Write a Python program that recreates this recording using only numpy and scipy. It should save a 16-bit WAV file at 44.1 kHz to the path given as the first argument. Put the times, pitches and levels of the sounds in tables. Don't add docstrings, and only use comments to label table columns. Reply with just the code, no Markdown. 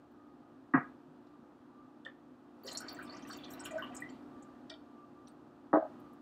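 import sys
import numpy as np
from scipy import signal
from scipy.fft import rfft, irfft
from scipy.io import wavfile
from scipy.ndimage import uniform_filter1d

SR = 44100
rng = np.random.default_rng(int(sys.argv[2]) if len(sys.argv) > 2 else 0)


def invert_db(x):
    u = np.asarray(x, float) / 20
    return 10 ** u


def output_pcm(signal):
    pcm = np.clip(np.atleast_2d(signal).T, -1, 1) * 32767
    wavfile.write(sys.argv[1], SR, np.round(pcm).astype(np.int16))


N = 273861

# time_s, level_db
BACKGROUND = [(0.0, -60.5), (0.73, -59.5), (0.82, -55.5), (1.0, -59.5), (2.45, -60), (2.97, -53),
              (3.94, -52.5), (4.88, -58), (5.73, -59), (5.91, -54), (6.21, -57.5)]
# pitch_hz, level_db
AIR = [(20, -69), (50, -26), (100, -19), (190, -22), (240, -6), (330, -9.5), (390, -14.5), (800, -17.5),
       (1300, -21.5), (1800, -29.5), (2200, -34.5), (4500, -42), (5200, -46), (16000, -57.5)]
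# multiple of the turning rate, level_db, wobble_db
MOTOR = [(2, -18.5, 2.5), (5, -1, 0.5), (6, -6, -1.5), (12, -16, 6.5), (14, -18.5, 4)]
# pitch_hz, width_hz, level_db
CASING = [(151.6, 8.5, -16), (257.2, 14.4, -4), (236, 19, -10), (1267, 24, -23)]
# centre_s, change_db, half_length_s
WHINE = [(1.13, -15, 0.08), (1.82, 7, 0.06), (3.105, 14.5, 0.1), (3.805, 9, 0.13), (4.386, 11, 0.17),
         (5.056, 10, 0.16), (6.21, 10, 0.25), (.56, 7, 0.07), (1.36, 7, .05)]
# centre_s, half_length_s
SPELLS = [(.25, .1), (.47, .04), (1.47, .05), (1.9, .06), (6.03, .08)]
# start_s, peak_db, pitch_hz, spray_db
TICKS = [(1.07, -61, 155, -12), (.117, -69, 14500, -5), (.27, -76.5, 14400, -3), (1.268, -73, 3800, 6),
         (5.273, -62, 4380, -2), (5.273, -66, 3300, -3), (5.278, -62, 3820, 4), (5.278, -69, 2620, 3),
         (5.279, -64, 9400, -3), (5.319, -70, 15300, -12), (5.318, -76, 11500, -3), (5.999, -67, 12400, 4),
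         (6.133, -63, 11500, -2.5)]

# start_s, peak_db, brightness_db_per_octave
PITCHER_BLOWS = [
    (.7365, -42.5, 11),
    (.7395, -18.5, -5.5),
    (.7432, -16.5, -2),
    (.7507, -23.5, 1.5),
    (.7582, -32.5, 4.5),
    (.7733, -22, -2),
    (.7827, -28.5, -0.5),
    (.807, -44, 5),
]
# pitch_hz, level_db, t60_s
PITCHER = [(149.5, -7, 0.13), (259, -2.5, 0.055), (355, -13.5, 0.067), (520, -17, 0.06), (704, -19, 0.14),
           (830, -19, 0.17), (928, -16, 0.1), (1024, -13.5, 0.17), (1137, -7.5, 0.052), (1243, -17, 0.097),
           (1390, -14, 0.083), (1642, -15.5, 0.11), (1890, -12, 0.055), (2090, -20.5, 0.067)]
# start_s, peak_db, brightness_db_per_octave
RIM_BLOWS = [
    (2.0495, -47, 20),
    (2.0555, -49.5, -3),
    (2.060, -55, -22),
    (2.074, -58, -3),
    (2.098, -64, -3),
]
# pitch_hz, level_db, t60_s
RIM = [(1660, -40, .03), (3535, 3, 0.032), (3270, 2, 0.033), (3010, 0, 0.035), (4300, -20, .02),
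       (5100, -35, .05), (7300, -46, .03), (8300, -48, 0.03)]
# start_s, peak_db, brightness_db_per_octave
WALL_BLOWS = [
    (2.050, -48, 6),
    (2.056, -48.5, -7.5),
    (2.062, -34, -0.5),
    (2.0845, -40, 6),
]
# pitch_hz, level_db, t60_s
WALL = [(1793, 5, 0.039), (1410, -11.5, 0.086), (1350, -18, 0.06), (727, -12, 0.04), (542, -12, 0.045)]

# start_s, peak_db, pitch_hz, spray_db
GLUGS = [(2.646, -46, 467, 19.5), (2.679, -53, 1890, 2), (2.807, -43.5, 1400, 2), (2.829, -53.5, 1450, 16),
         (2.99, -40.5, 1520, 6), (3.007, -56, 1620, -15), (3.099, -57, 1126, -12), (3.251, -52, 1820, -6),
         (3.292, -54, 740, -12), (3.609, -49, 1460, -6), (3.658, -50, 1510, 13.5), (3.709, -50, 1900, -14),
         (3.732, -41, 629, 11), (3.757, -36, 628, 0), (3.784, -39, 1502, 7.5), (3.826, -37, 1057, -23),
         (3.839, -44, 1127, -20), (3.908, -48, 700, -21), (4.023, -35.5, 1900, -22), (2.817, -62, 1400, -7),
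         (2.97, -51, 1830, -11), (2.98, -52, 1360, -8), (3.011, -47.5, 1430, -16), (3.015, -52, 2350, -2),
         (3.256, -59, 1840, -5), (3.675, -48, 1480, 6), (3.764, -41.5, 651, -11), (3.8, -47.5, 1710, 2),
         (3.83, -46, 1780, 1), (4.04, -56, 2000, -8), (4.065, -49, 2010, -3)]
# start_s, peak_db, pitch_hz, spray_db
BUBBLES = [(2.6377, -54.5, 4480, -6), (2.666, -45.5, 5560, 2), (2.6796, -37, 4240, -1.5),
           (2.7166, -40.5, 4030, 2), (2.751, -36.5, 4210, -0.5), (2.7725, -32, 5480, -0.5),
           (2.8841, -37, 4510, 4), (3.078, -54, 3530, -4), (3.0968, -42, 4400, -25), (3.123, -53, 4700, -4),
           (3.17, -50, 5280, 1), (3.226, -53, 3210, -3), (3.2513, -55, 2590, 3), (3.3094, -45, 4460, 4),
           (3.388, -46, 3430, -14), (3.437, -41, 3370, -11), (3.539, -50, 3900, -4), (3.595, -45, 5520, -3),
           (3.6524, -43, 3080, 9.5), (3.7082, -48, 2420, -2), (3.8243, -37.5, 2970, -21),
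           (3.9214, -55, 2520, -5), (3.9657, -49, 5240, -13), (4.0894, -57, 3110, -11),
           (2.659, -53, 4650, 3), (2.674, -44, 4500, 12), (2.686, -44.5, 3200, 8.5), (2.7, -47, 4550, 10),
           (2.76, -47, 4170, -13), (2.785, -43.5, 5770, -1), (2.805, -56, 5300, 2), (2.97, -58, 4500, -8),
           (3.053, -59, 5140, -10), (3.063, -62, 5160, -16), (3.072, -58, 4370, -6),
           (3.134, -52, 5170, -12), (3.18, -59, 5300, -3), (3.66, -49, 2370, -5), (3.665, -43, 3300, 0),
           (3.845, -45, 3100, -7), (3.868, -48, 2920, -1), (4.095, -58, 4520, -10)]
# start_s, peak_db, pitch_hz, spray_db
MORE_BUBBLES = [(2.891, -54, 3200, 1), (2.912, -56, 3500, -9), (2.952, -57.5, 6100, -6), (2.82, -50, 5500, -3),
                (2.89, -56, 7500, -6), (3.125, -52, 4600, -2), (2.8, -52, 4300, -6), (3.172, -56, 4700, -6),
                (3.326, -47.5, 4500, -9), (3.332, -51.5, 3600, -2), (3.345, -51, 7200, -8),
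                (3.366, -57, 4600, -9), (2.7, -57, 7500, -9), (3.325, -55.5, 7800, 0), (3.452, -50, 3500, -11),
                (3.46, -45, 3400, -8), (3.412, -60, 3400, -9), (3.506, -55, 5600, -2), (4.1, -53, 7300, -8),
                (3.536, -54, 5700, -6), (4, -54, 2400, -4), (3.606, -49, 5400, -4), (3.639, -46, 6900, -7),
                (3.651, -48, 7000, -6), (3.662, -55, 5430, 1), (3.655, -45, 2900, 6), (3.712, -49.5, 8200, -8),
                (3.72, -54, 7000, -13), (3.716, -58, 6100, -8), (3.746, -65, 8200, -8), (3.78, -58, 5300, -5),
                (3.782, -57, 6300, -9), (3.836, -44.5, 2950, 3), (3.878, -57, 3300, -10), (3.71, -44, 650, -1),
                (3.3, -47, 1100, 3), (4.088, -57, 1950, -11), (2.64, -64, 12700, -6), (2.656, -54, 10500, -1),
                (2.666, -54, 11600, -2), (2.918, -63, 11000, 0), (2.929, -63, 11500, -1)]
# start_s, peak_db, pitch_hz, spray_db
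DROPLETS = [(2.645, -60, 7300, -1), (2.773, -29, 7140, -1.5), (2.8752, -57, 7300, -1),
            (2.888, -55, 5500, -10), (2.903, -47, 5600, -22), (2.947, -47, 7450, -15),
            (3.1286, -57, 7360, -8), (3.1486, -52, 5650, -8), (3.1658, -54, 6350, 0),
            (3.2239, -52.5, 5800, 1), (3.2733, -50, 5800, -5), (3.302, -49, 5600, -6),
            (3.3335, -41.5, 5530, -5), (3.3634, -52, 6600, 1), (3.445, -55, 5950, 0),
            (3.6016, -36, 7900, -8), (3.7085, -49, 7050, -4), (3.775, -60, 7250, -2),
            (3.9467, -42.5, 8200, -2), (3.9655, -35.5, 7300, -2), (4.004, -45, 8200, -15),
            (4.091, -59, 5550, -6), (4.4238, -55.5, 7240, 4), (5.2724, -53.5, 5730, -7),
            (5.283, -52.5, 8450, -13), (2.668, -50, 7140, 1), (2.683, -45.5, 6800, 0),
            (2.713, -53, 8300, -1), (2.73, -45, 9000, -13), (2.785, -46, 7000, 0), (2.947, -55, 8300, -11),
            (3.175, -58, 7300, -8), (3.193, -60, 8200, -7), (3.235, -54, 6100, -2), (3.29, -51, 8000, -8),
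            (3.95, -49, 6600, 1), (3.975, -43, 6840, -17), (4.015, -48, 8200, -16)]
# start_s, peak_db, pitch_hz, spray_db
MIST = [(2.6353, -46, 14600, -12), (2.6542, -61, 10900, 6), (2.728, -50, 13000, 1),
        (2.7485, -45, 10700, -2), (2.7735, -39.5, 11000, -22), (2.8044, -52, 11850, 2),
        (2.8957, -50.5, 14400, -9.5), (2.9286, -40, 15000, -10), (2.9879, -64, 14900, 2),
        (3.0239, -66, 14800, 7), (3.2743, -61, 11900, 7), (3.287, -59, 13900, 7),
        (3.3292, -53, 14600, -3.5), (3.3716, -51, 14170, -0.5), (3.4985, -60, 11700, -8),
        (3.5043, -49, 12000, -17), (3.5332, -50.5, 12700, 8), (3.6514, -47.5, 10300, 10),
        (3.7901, -54, 12040, -9), (3.8226, -56, 14800, -4.5), (3.8435, -59, 11900, -11),
        (3.9513, -49, 12200, -10.5), (4.0046, -54, 11500, -1), (4.008, -64, 15400, -7),
        (3.948, -60, 15300, -5), (4.027, -62, 15200, -11), (5.283, -68, 13600, -10)]
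# time_s, level_db
STREAM = [(2.62, -62.5), (2.68, -50.5), (2.87, -51), (3.0, -57.5), (3.1, -52), (3.22, -57), (3.7, -52),
          (3.97, -52.5), (4.1, -75)]
# pitch_hz, level_db
FIZZ = [(1180, -12), (2000, -2), (2980, 3), (3700, 1), (4320, -4), (6260, -11), (7190, -12), (9900, -10),
        (15800, -33)]
# start_s, level_db, centre_hz, length_ms
SHEETS = [(2.652, -56, 9950, 5.2), (2.661, -69, 14600, 40), (2.685, -67, 10900, 22),
          (2.728, -47, 9200, 5.1), (2.774, -61, 14000, 7), (2.801, -42, 8800, 4.1), (2.805, -54, 14500, 7),
          (2.89, -62, 9600, 10), (3.438, -44.5, 3900, 9.8), (3.71, -67, 11500, 6.3), (3.6, -70, 15000, 7.5),
          (4.088, -66, 4400, 9), (2.668, -59, 5780, 18), (2.677, -50, 3030, 12), (2.709, -52.5, 7000, 26),
          (3.023, -63, 8500, 28), (3.024, -69, 12800, 25), (3.275, -66, 8200, 44), (3.293, -37, 1460, 18),
          (3.32, -58, 7500, 13), (3.502, -60, 7500, 26), (3.505, -61, 14000, 34), (3.642, -53, 7300, 25),
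          (3.651, -54, 14500, 13)]

# start_s, peak_db, brightness_db_per_octave
SHAKE_BLOWS = [
    (4.697, -49, 3),
    (4.6995, -44.5, -1.5),
    (4.706, -53, 9),
    (4.714, -66, -10),
    (4.724, -74.5, -20),
    (4.739, -70.5, -15),
]
# pitch_hz, level_db, t60_s
SHAKE = [(3620, 4.5, 0.03), (3330, 2.5, 0.031), (3100, -7, 0.037), (3900, -8, .03), (4600, 2, 0.022),
         (5250, -5, 0.025), (5760, -7, 0.02), (8200, -14, 0.019), (9200, -27, .016)]
# start_s, peak_db, brightness_db_per_octave
SLOSH_BLOWS = [
    (4.699, -48, 0),
    (4.712, -52, -5.5),
]
# pitch_hz, level_db, t60_s
SLOSH = [(1890, -3, 0.045), (2350, -8, 0.078), (1590, -10, 0.05), (1430, -8, 0.09), (1370, -11, 0.11),
         (910, -11, 0.05), (650, -1.5, 0.1)]
# start_s, peak_db, brightness_db_per_octave
CUP_BLOWS = [
    (5.730, -24.5, 7),
    (5.7365, -16, -2),
    (5.7495, -28, 0.5),
    (5.756, -26, 7),
    (5.769, -22, 1),
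]
# pitch_hz, level_db, t60_s
CUP = [(245, -15, 0.25), (307.3, -2, 0.16), (467, -5, 0.11), (555, -8, 0.27), (653, -9.5, 0.3),
       (680, -10.5, 0.33), (740, -11.5, 0.28), (815, -10, 0.35), (968, -12.5, 0.099), (1090, -6.5, 0.09),
       (1262, -20.5, 0.22), (1400, -28, 0.079), (1550, -19.5, 0.1), (1900, -13.5, 0.042)]
# start_s, peak_db, brightness_db_per_octave
ROCK_BLOWS = [
    (5.797, -34.5, 0),
    (5.821, -29, 0),
    (5.849, -35.5, 0),
]
# pitch_hz, level_db, t60_s
HOLLOW = [(634, 1.5, 0.086), (700, -3, 0.071), (830, -5, .07), (1560, -25, 0.14)]

# time_after_sound_s, level_db
ECHO = [(0, 8), (.006, -7), (.03, -16.5), (.038, -14), (.048, -21), (.08, -31.5), (.2, -48.5)]
# pitch_hz, width_hz, depth from 0 to 1
NOTCHES = [(10300, 900, 0.55), (13900, 760, .4), (2136, 310, 0.44)]

MOTOR_HZ = 58.99
WHINE_DB, WHINE_WANDER_DB = -16.5, 2
TABLE_HZ = 340
WIDENING = .0035
SPRAY_SHORTENS = 0.3
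SHEET_OCTAVES = 0.19
STREAM_END_S = 4.2
FIZZ_DB, FIZZ_RISE_S, FIZZ_PEAK_S = -65, 0.02, 3.35
FIZZ_BUILD_DB_S, FIZZ_FADE_DB_S = 19.5, 14
TREBLE_HZ, TREBLE_LOSS_DB_S = 4000, 300


def rms_one(x):
    return x / np.sqrt(np.mean(x ** 2) + 1e-20)


def in_time(rows):
    time_s, level_db = np.transpose(rows)
    return np.interp(np.arange(N) / SR, time_s, level_db)


def coloured(x, points):
    hz, db = np.transpose(points)
    grid = np.arange(len(x) // 2 + 1) * SR / len(x) + 1
    return irfft(rfft(x) * invert_db(np.interp(np.log(grid), np.log(hz), db)), len(x))


def drift(rate_hz):
    r = np.exp(-80 * np.pi * rate_hz / SR)
    noise = rng.standard_normal(N // 40 + 2002)
    slow = signal.lfilter([1], [1, -2 * r, r * r], noise)[2000:]
    return np.interp(np.arange(N) / 40, np.arange(len(slow)), rms_one(slow))


def ring(clicks, hz, t60):
    r = 10 ** (-3 / (t60 * SR))
    w = 2 * np.pi * hz / SR
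    return signal.lfilter([0, np.sin(w)], [1, -2 * r * np.cos(w), r * r], clicks + 1e-18)


def high_pass(x, order, hz):
    return signal.sosfilt(signal.butter(order, hz, "high", fs=SR, output="sos"), x)


def low_pass(x, order, hz):
    return signal.sosfilt(signal.butter(order, hz, fs=SR, output="sos"), x)


def motor_whine(turn):
    t = np.arange(N) / SR
    swells_db = sum(db * np.exp(-((t - s) / half_s) ** 2) for s, db, half_s in WHINE)
    whine_db = WHINE_DB + swells_db + WHINE_WANDER_DB * drift(1.6) + 3.5 * drift(8.9)
    whine = invert_db(whine_db) * np.sin(20 * turn + 1.4 * drift(7.9))
    spells = sum(np.exp(-((t - s) / half_s) ** 4) for s, half_s in SPELLS)
    return whine + invert_db(-9 + 3 * drift(11.0)) * spells * np.sin(21 * turn + drift(7.9))


def background():
    turn = 2 * np.pi * MOTOR_HZ * np.arange(N) / SR
    out = invert_db(-2.5) * rms_one(coloured(rng.standard_normal(N), AIR))
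    for hz, width, db in CASING:
        out += invert_db(db) * rms_one(ring(rng.standard_normal(N), hz, 3.04 / width))
    for multiple, db, wobble_db in MOTOR:
        level = invert_db(db + wobble_db * np.tanh(drift(5.9)))
        out += level * np.sin(round(multiple) * turn + 0.37 * drift(1.2))
    return invert_db(in_time(BACKGROUND)) * (out + motor_whine(turn))


def puff(hz, octaves, ms):
    t = np.arange(4096) / SR
    grid = np.arange(2049) * SR / 4096 + 1
    shape = np.exp(-.5 * (np.log2(grid / hz) / octaves) ** 2)
    onset = (1 - np.exp(-t / (14 / hz + 0.001))) ** 2
    fade = np.exp(-(1000 * t / ms) ** 2)
    return rms_one(irfft(rfft(rng.standard_normal(len(t))) * shape)) * onset * fade


def splashes(rows, db, cycles, rise, octaves, spray_ms):
    out = np.zeros(N + 4096)
    t = np.arange(4096) / SR
    for s, peak_db, hz, spray_db in rows:
        age = t * hz / cycles
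        swell = (1 - np.exp(-6.5 * age)) ** 3 * np.exp(-np.log(1000) * age)
        tone = np.sin(2 * np.pi * hz * t * (1 + rise * (age - .3))) * swell / swell.max()
        width = octaves + WIDENING * max(peak_db + spray_db + 50, 0)
        spray = invert_db(spray_db) * puff(hz, width, spray_ms * (1000 / hz) ** SPRAY_SHORTENS)
        at = round((s - min(5.0 / hz, .005)) * SR)
        out[at:at + len(t)] += invert_db(peak_db + db) * (tone + spray)
    return out[:N]


def hands_and_cloth():
    return splashes(TICKS, -0.5, cycles=25, rise=.01, octaves=0.47, spray_ms=10.5)


def struck(blows, modes, low_hz, cut_hz, damping, rattle_db, rattle_s, focus=0.33, rattle_hz=100):
    s, db, bright_db = np.transpose(blows)
    at = (s * SR).astype(int)
    out = np.zeros(N)
    for hz, level_db, t60 in modes:
        octaves_up = np.log2(hz / modes[0][0] / 2)
        strength_db = db + level_db + bright_db * octaves_up + rng.uniform(-3, 3, len(at))
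        push = rng.choice([-1, 1], len(at))
        if hz < TABLE_HZ:
            push = np.ones(len(at))
        clicks = np.zeros(N)
        clicks[at] = invert_db(strength_db) * push
        out += signal.lfilter(*signal.iirpeak(hz, focus, fs=SR), ring(clicks, hz, t60 * damping))
    t = np.arange(SR // 8) / SR
    for i, blow_db in zip(at, db):
        rattle = high_pass(rng.standard_normal(len(t)), 2, rattle_hz) * np.exp(-t / rattle_s)
        out[i:i + len(t)] += invert_db(blow_db + rattle_db) * rattle
    return low_pass(high_pass(out, 3, low_hz), 9, cut_hz)


def pitcher_set_down():
    return struck(PITCHER_BLOWS, PITCHER, 160, 1935, damping=0.72, rattle_db=-2.0, rattle_s=0.018,
                  focus=1.2, rattle_hz=890)


def first_tap():
    rim = struck(RIM_BLOWS, RIM, 330, 8500, damping=0.56, rattle_db=-17, rattle_s=0.006, focus=13.0)
    wall = struck(WALL_BLOWS, WALL, 410, 2100, damping=0.52, rattle_db=-9.5, rattle_s=0.015, focus=20.0)
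    return rim + wall


def swarm(per_s, low_hz, high_hz, cycles, uneven_db):
    sizes = invert_db(uneven_db * np.minimum(rng.exponential(1, N), 4)) * rng.choice([-1, 1], N)
    born = rng.random(N) < per_s * invert_db(4 * drift(12)) / SR
    dealt = rng.integers(0, 16, N)
    out = np.zeros(N)
    for k, hz in enumerate(np.geomspace(low_hz, high_hz, 16)):
        out += ring(sizes * born * (dealt == k), hz, cycles / hz)
    return rms_one(out)


def stream():
    t = np.arange(N) / SR
    start_s = STREAM[0][0]
    running = (t > start_s) * np.clip((STREAM_END_S - t) / 0.045, 0, 1)
    churn = invert_db(in_time(STREAM) - 5.5) * swarm(1200, 658, 2160, cycles=10.0, uneven_db=3.0)
    fizz_db = FIZZ_DB - np.maximum(FIZZ_BUILD_DB_S * (FIZZ_PEAK_S - t), FIZZ_FADE_DB_S * (t - FIZZ_PEAK_S))
    fizz = rms_one(coloured(swarm(5000, 2110, 15000, cycles=28, uneven_db=5.0), FIZZ))
    fizz_rise = np.clip((t - start_s) / FIZZ_RISE_S, 0, 1)
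    return running * (churn + invert_db(fizz_db) * fizz * fizz_rise)


def poured_water():
    glugs = splashes(GLUGS, 0.11, cycles=29.5, rise=0.09, octaves=0.16, spray_ms=16.6)
    bubbles = splashes(BUBBLES, -2.1, cycles=39, rise=0.036, octaves=0.22, spray_ms=9.3)
    churn_and_fizz = stream()
    more_bubbles = splashes(MORE_BUBBLES, -1.1, cycles=42, rise=0.021, octaves=0.075, spray_ms=12.3)
    return glugs + bubbles + churn_and_fizz + more_bubbles


def drops_and_mist():
    droplets = splashes(DROPLETS, -5.5, cycles=48, rise=0.026, octaves=0.14, spray_ms=17.2)
    mist = splashes(MIST, -2.7, cycles=34, rise=.02, octaves=0.14, spray_ms=12.5)
    return droplets + mist


def sheets():
    out = np.zeros(N + 4096)
    for s, db, hz, ms in SHEETS:
        at = round(s * SR)
        out[at:at + 4096] += invert_db(db) * puff(hz, SHEET_OCTAVES, ms)
    return out[:N]


def second_tap():
    click = struck(SHAKE_BLOWS, SHAKE, 400, 8600, damping=0.77, rattle_db=-16, rattle_s=0.008,
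                   focus=11.0, rattle_hz=3000)
    slosh = struck(SLOSH_BLOWS, SLOSH, 400, 2600, damping=0.66, rattle_db=-20, rattle_s=0.012, focus=9.0)
    return click + slosh


def cup_set_down():
    thump = struck(CUP_BLOWS, CUP, 226, 1633, damping=0.45, rattle_db=-1.5, rattle_s=0.0087, rattle_hz=600)
    rocking = struck(ROCK_BLOWS, HOLLOW, 400, 2000, damping=0.68, rattle_db=-31.0, rattle_s=0.0046, focus=5.1)
    high_ring = struck([(5.731, -69.5, 0)], [(3550, 3, 0.07)], 3000, 3900, damping=0.715,
                       rattle_db=13.5, rattle_s=0.044)
    return thump + rocking + high_ring


def room(x):
    t = np.arange(SR // 5) / SR
    noise = rng.standard_normal(len(t))
    bass = low_pass(noise, 2, TREBLE_HZ)
    treble = (noise - bass) * invert_db(-TREBLE_LOSS_DB_S * t)
    echo = rfft((bass + treble) * invert_db(np.interp(t, *np.transpose(ECHO))))
    echo = irfft(echo / np.sqrt(uniform_filter1d(np.abs(echo) ** 2, size=14)), len(t))
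    echo = echo * np.clip((.17 - t) / .04, 0, 1) * np.minimum(t / .004, 1)
    x = high_pass(x, 2, 330)
    return signal.fftconvolve(x, echo / np.sqrt(np.sum(echo ** 2)))[:N]


def scene():
    water = poured_water()
    spray = drops_and_mist() + hands_and_cloth() + sheets()
    pitcher = pitcher_set_down()
    cup = cup_set_down()
    taps = first_tap() + second_tap()
    to_room = invert_db(-2.5) * water + invert_db(-5.5) * spray + invert_db(-6.5) * pitcher + invert_db(-7.5) * cup + invert_db(-6) * taps
    direct = invert_db(-1.0) * (water + taps) + spray + pitcher + cup
    return (direct + room(to_room) + background())[None]


def top_cut(x):
    return signal.sosfilt(signal.butter(12, 16120, fs=SR, output="sos"), x)


def record(dry):
    x = high_pass(dry, 5, 46)
    x = signal.sosfilt(signal.cheby2(12, 50, 16350, fs=SR, output="sos"), x)
    for hz, width, depth in NOTCHES:
        x = x - depth * signal.lfilter(*signal.iirpeak(hz, hz / width, fs=SR), x)
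    return top_cut(x)


dry = scene()
out = record(dry)
output_pcm(out)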